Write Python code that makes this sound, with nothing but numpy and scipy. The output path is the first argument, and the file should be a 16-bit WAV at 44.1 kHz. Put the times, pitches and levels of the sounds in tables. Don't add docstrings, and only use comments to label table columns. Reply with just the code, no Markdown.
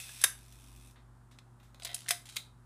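import sys
import numpy as np
from scipy import signal
from scipy.fft import rfft, irfft, next_fast_len
from scipy.io import wavfile

SR = 44100
rng = np.random.default_rng(int(sys.argv[2]) if len(sys.argv) > 2 else 0)


def digitize_waveform(pressure):
    field = np.atleast_2d(pressure).T
    bounded = np.clip(field, -1, 1)
    quanta = np.round(bounded * 32767).astype(np.int16)
    wavfile.write(sys.argv[1], SR, quanta)


N = 116865
T = np.arange(N) / SR


def shutter():
    # (time [s], 5 band levels [dB], t60 [s], room send [dB])
    hits = [ (.0920, -46.5, -38.5, -47, -43.5, -62, 0.025, -11),
            (.2155, -41.5, -40.5, -31, -26.5, -35, 0.02, -4.5),
            (.2255, -51, -44.5, -42, -37, -47, 0.031, -9),
            (.2379, -25.5, -34, -29, -16, -32.5, 0.059, -8.5),
            (.2391, -22, -18, -12, -13, -16.5, 0.031, -8), (.2420, -23, -13, -16.5, -16, -22.5, 0.018, -15)]
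    # (centre [Hz], width [Hz], gain [dB])
    peaks = [(544, 82, 8.5), (1096, 130, 4), (1673, 93, 14), (2030, 160, 6.5), (2681, 91, 4.5),
             (3070, 170, 6), (3720, 180, 8), (4200, 460, -6.5), (6250, 170, 7), (6820, 530, -7.5),
             (7700, 450, 2.5), (9030, 266, -0.5), (10670, 860, 9.5), (11830, 370, -9), (13300, 550, -10)]
    # (centre [Hz], width [Hz], relative level [dB], t60 [s])
    rings = [(1666, 38, -32, .32)]
    return contacts(hits, peaks, rings)


def winding():
    # (time [s], 5 band levels [dB], t60 [s], room send [dB])
    hits = [ (1.821, -48, -46, -41, -52, -65, 0.069, -30), (1.8328, -51, -56, -39.5, -39, -64, 0.033, -3),
            (1.8482, -39, -35.5, -28, -33, -36, 0.05, -9), (1.868, -42, -33, -32.5, -67, -51, 0.013, -7),
            (1.8725, -47, -41, -35, -43, -59, 0.038, -14), (1.891, -46, -44, -38, -72, -55, 0.049, 6),
            (1.9442, -50, -41, -32.5, -24, -34, 0.047, -9), (2.062, -55, -34.5, -44, -63, -62, .02, -5.5),
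            (2.085, -57, -28.5, -27, -28, -55, 0.042, -1),
            (2.090, -47.5, -31, -26.5, -17.5, -30, 0.017, -2.5),
            (2.1068, -28.5, -19.5, -19.5, -18, -23, 0.049, -10.5)]
    # (centre [Hz], width [Hz], gain [dB])
    peaks = [(219, 190, -19), (388, 57, 4), (685, 52, 16.5), (885, 150, -19), (1950, 460, 6),
             (3180, 940, 4.5), (4900, 240, 4.5), (8030, 170, 5), (9300, 380, 5.5), (10400, 1050, 3),
             (12900, 520, -5)]
    # (centre [Hz], width [Hz], relative level [dB], t60 [s])
    rings = [(701, 1.2, -12.5, 0.13), (3830, 180, -27, 0.28)]
    return contacts(hits, peaks, rings)


def lever_stop():
    # (time [s], 5 band levels [dB], t60 [s], room send [dB])
    hits = [ (2.359, -46, -48, -48, -40, -50, 0.19, -9),
            (2.3663, -50.5, -25.5, -23.5, -28.5, -34, 0.03, -11)]
    # (centre [Hz], width [Hz], gain [dB])
    peaks = [(1320, 320, 8), (1750, 180, -7), (2190, 150, 8), (2600, 260, 5), (3770, 380, 14),
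             (9100, 700, 4)]
    # (centre [Hz], width [Hz], relative level [dB], t60 [s])
    rings = [(3830, 240, -20, 0.28)]
    return contacts(hits, peaks, rings)


def slow_speed_train():
    # (time [s], level [dB])
    whirr_levels = [(0, -36.5), (.025, -45), (.06, -47), (.17, -46.5), (.235, -43.5), (.245, -84)]
    # (time [s], tick rate [1/s], level [dB])
    run_back = [(.378, 97, -56.5), (.728, 92, -58), (0.741, 83, -56), (.918, 78.5, -58.5)]
    # (centre [Hz], width [Hz], gain [dB])
    peaks = [(2560, 160, 10.5), (3470, 70, 5), (3590, 290, 6), (8150, 280, 6), (10450, 120, 3.5)]
    # (frequency [Hz], gain [dB])
    colour = [(300, -20.5), (700, -7), (1200, -8.5), (1900, -3), (3300, -0.5), (4600, -1.5), (5800, 2),
              (6700, -2.5), (8500, 1), (11000, 1), (13000, -6.5), (15000, -6)]
    s, ticks_per_s, db = np.transpose(run_back)
    times = [s[0]]
    while times[-1] < s[-1] - 1 / ticks_per_s[-1]:
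        times.append(times[-1] + 1 / np.interp(times[-1], s, ticks_per_s))
    milder = [(hz, width_hz, .8 * gain_db) for hz, width_hz, gain_db in peaks]
    ticks = body(teeth(times, np.interp(times, s, db), t60_s=.04), milder)
    whirr = body(gear_run(whirr_levels, teeth_per_s=400, t60_s=.012), peaks)
    return coloured(whirr + ticks, colour)


def advance_gears():
    # (time [s], level [dB])
    stroke_levels = [(1.815, -64.5), (1.84, -63), (1.92, -49.5), (2.0, -50.5), (2.05, -57.5), (2.085, -45)]
    # (time [s], level [dB])
    pawl_clicks = [(2.256, -50.5), (2.267, -53), (2.279, -57), (2.2891, -51.5), (2.297, -49), (2.309, -67),
                   (2.324, -53), (2.335, -58), (2.346, -56)]
    # (frequency [Hz], gain [dB])
    colour = [(500, -8), (1500, 2.5), (3700, 9.5), (5200, 4.5), (9500, 5), (15000, -10.5)]
    ratchet = teeth(*np.transpose(pawl_clicks), t60_s=.053)
    stroke = gear_run(stroke_levels, teeth_per_s=79, t60_s=.018)
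    return coloured(ratchet + stroke, colour)


def fingers():
    # (time [s], 5 band levels [dB], t60 [s], room send [dB])
    hits = [ (.957, -58, -51, -58, -86, -92, 0.16, 1), (1.312, -65, -54, -58.5, -62.5, -73, 0.18, -3),
            (1.387, -57.5, -43, -42, -51.5, -62.5, 0.028, -8.5),
            (1.599, -51, -51, -58.5, -73, -67, 0.058, 1.5), (1.630, -64, -58, -64.5, -66.5, -72, 0.31, -4),
            (1.745, -39, -48, -45.5, -56, -60, 0.023, -0.5), (1.798, -43, -41, -45.5, -49.5, -54, 0.023, 1)]
    # (centre [Hz], width [Hz], gain [dB])
    peaks = [(3660, 430, 5.9)]
    return contacts(hits, peaks, rings=[])


def grip():
    # (time [s], level [dB])
    levels = [(.3, -99), (.41, -72.5), (.53, -79), (.64, -69), (.82, -70), (1.0, -76.5)]
    rub = narrow_band(rng.standard_normal(N), hz=244, width_hz=120)
    return from_db(np.interp(T, *np.transpose(levels))) * rub / rub.std()


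def contacts(hits, peaks, rings):
    bands_hz = (550, 1600, 3800, 9500, 14500)
    crack_s, attack_s = .00033, .00029
    out, t = np.zeros((2, N)), T[:SR // 2]
    for s, *levels_db, t60_s, send_db in hits:
        envelope = fade(t, t60_s) + .6 * np.exp(-t / crack_s)
        hit = body(rng.standard_normal(len(t)) * envelope, peaks)
        for hz, width_hz, db, ring_t60_s in rings:
            hit += from_db(db) * fade(t, ring_t60_s) * mode_cluster(t, hz, width_hz)
        hit *= 1 - np.exp(-t / attack_s)
        bass = (169.5, levels_db[0] - 13)
        hit = coloured(hit, [bass, *zip(bands_hz, levels_db)])
        add(out[0], s, hit)
        add(out[1], s, hit * from_db(send_db))
    return out


def mode_cluster(t, hz, width_hz):
    wander = np.cumsum(rng.standard_normal(len(t))) * np.sqrt(2 * np.pi * width_hz / SR)
    return np.sin(2 * np.pi * (hz * t + rng.random()) + wander)


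def gear_run(levels, teeth_per_s, t60_s):
    s, db = np.transpose(levels)
    times = np.arange(s[0], s[-1], 1 / teeth_per_s)
    times += rng.normal(0, .15, len(times)) / teeth_per_s
    return teeth(times, np.interp(times, s, db), t60_s)


def teeth(times, levels_db, t60_s, spread_db=2.17):
    out, t = np.zeros(N), T[:SR // 20]
    for s, db in zip(times, levels_db):
        gain = from_db(db + spread_db * rng.standard_normal())
        add(out, s, gain * fade(t, t60_s) * rng.standard_normal(len(t)))
    return out


def body(x, peaks):
    for hz, width_hz, gain_db in peaks:
        x = x + (from_db(gain_db) - 1) * resonance(x, hz, width_hz)
    return x


def room(x, t60_s=.28, delay_s=.0061):
    # (frequency [Hz], gain [dB])
    colour = [(200, -1.5), (1000, -2.5), (3500, -3.5), (10000, -2.5), (15000, -5)]
    t = T[:SR // 2]
    tail = rng.standard_normal(len(t)) * fade(t, t60_s) * (t > delay_s)
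    return signal.fftconvolve(x, coloured(tail / np.linalg.norm(tail), colour))[:N]


def workshop(drone_hz=53):
    # (frequency [Hz], RMS level [dB])
    mains = [(120, -60), (240, -75), (360.5, -78.5)]
    # (time [s], level [dB])
    drone_levels = [(0, -65), (.75, -58.5), (1.45, -65.5), (1.85, -62.5), (2.15, -69), (2.65, -64.5)]
    # (frequency [Hz], gain [dB])
    air_colour = [(20, -64.5), (45, -55.5), (85, -44), (170, -48), (300, -56.5), (520, -61), (850, -55),
                  (1400, -58), (2400, -74), (6000, -77.5), (9000, -72.5), (12000, -81), (15500, -87)]
    hum = sum(np.sqrt(2) * from_db(db) * np.sin(2 * np.pi * (hz * T + rng.random())) for hz, db in mains)
    waver = narrow_band(rng.standard_normal(N + SR), drone_hz, width_hz=8.4)[SR:]
    drone = np.sqrt(2) * np.sin(2 * np.pi * drone_hz * T) + .29 * waver / waver.std()
    drone *= from_db(np.interp(T, *np.transpose(drone_levels)))
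    return hum + drone + coloured(rng.standard_normal(N), air_colour)


def resonance(x, hz, width_hz):
    r = np.exp(-np.pi * width_hz / SR)
    feedback = [1, -2 * r * np.cos(2 * np.pi * hz / SR), r * r]
    return signal.lfilter(np.array([1, 0, -1]) * (1 - r * r) / 2, feedback, x)


def narrow_band(x, hz, width_hz):
    return resonance(resonance(x, hz, width_hz), hz, width_hz)


def coloured(x, points):
    size = 2 * next_fast_len(len(x))
    hz, db = np.transpose(points)
    grid_hz = np.maximum(np.arange(size // 2 + 1) * SR / size, 1)
    gain = from_db(np.interp(np.log(grid_hz), np.log(hz), db))
    cepstrum = irfft(np.log(gain))
    cepstrum[1:size // 2] *= 2
    cepstrum[size // 2 + 1:] = 0
    return irfft(rfft(x, size) * np.exp(rfft(cepstrum)))[:len(x)]


def from_db(db):
    return 10 ** (np.asarray(db) / 20)


def fade(t, t60_s):
    return np.exp(-np.log(1000) * t / t60_s)


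def add(track, s, sound):
    start = max(int(s * SR), 0)
    track[start:start + len(sound)] += sound[:N - start]


def scene():
    background = workshop()
    direct, send = shutter() + fingers() + winding() + lever_stop()
    gears = slow_speed_train() + advance_gears()
    reflections = room(send + from_db(-1.5) * gears)
    return (direct + gears + reflections + grip() + background)[None]


def record(dry):
    cutoff_hz = 15200
    return signal.sosfilt(signal.ellip(10, .3, 70, cutoff_hz, fs=SR, output="sos"), dry)


dry = scene()
out = record(dry)
digitize_waveform(out)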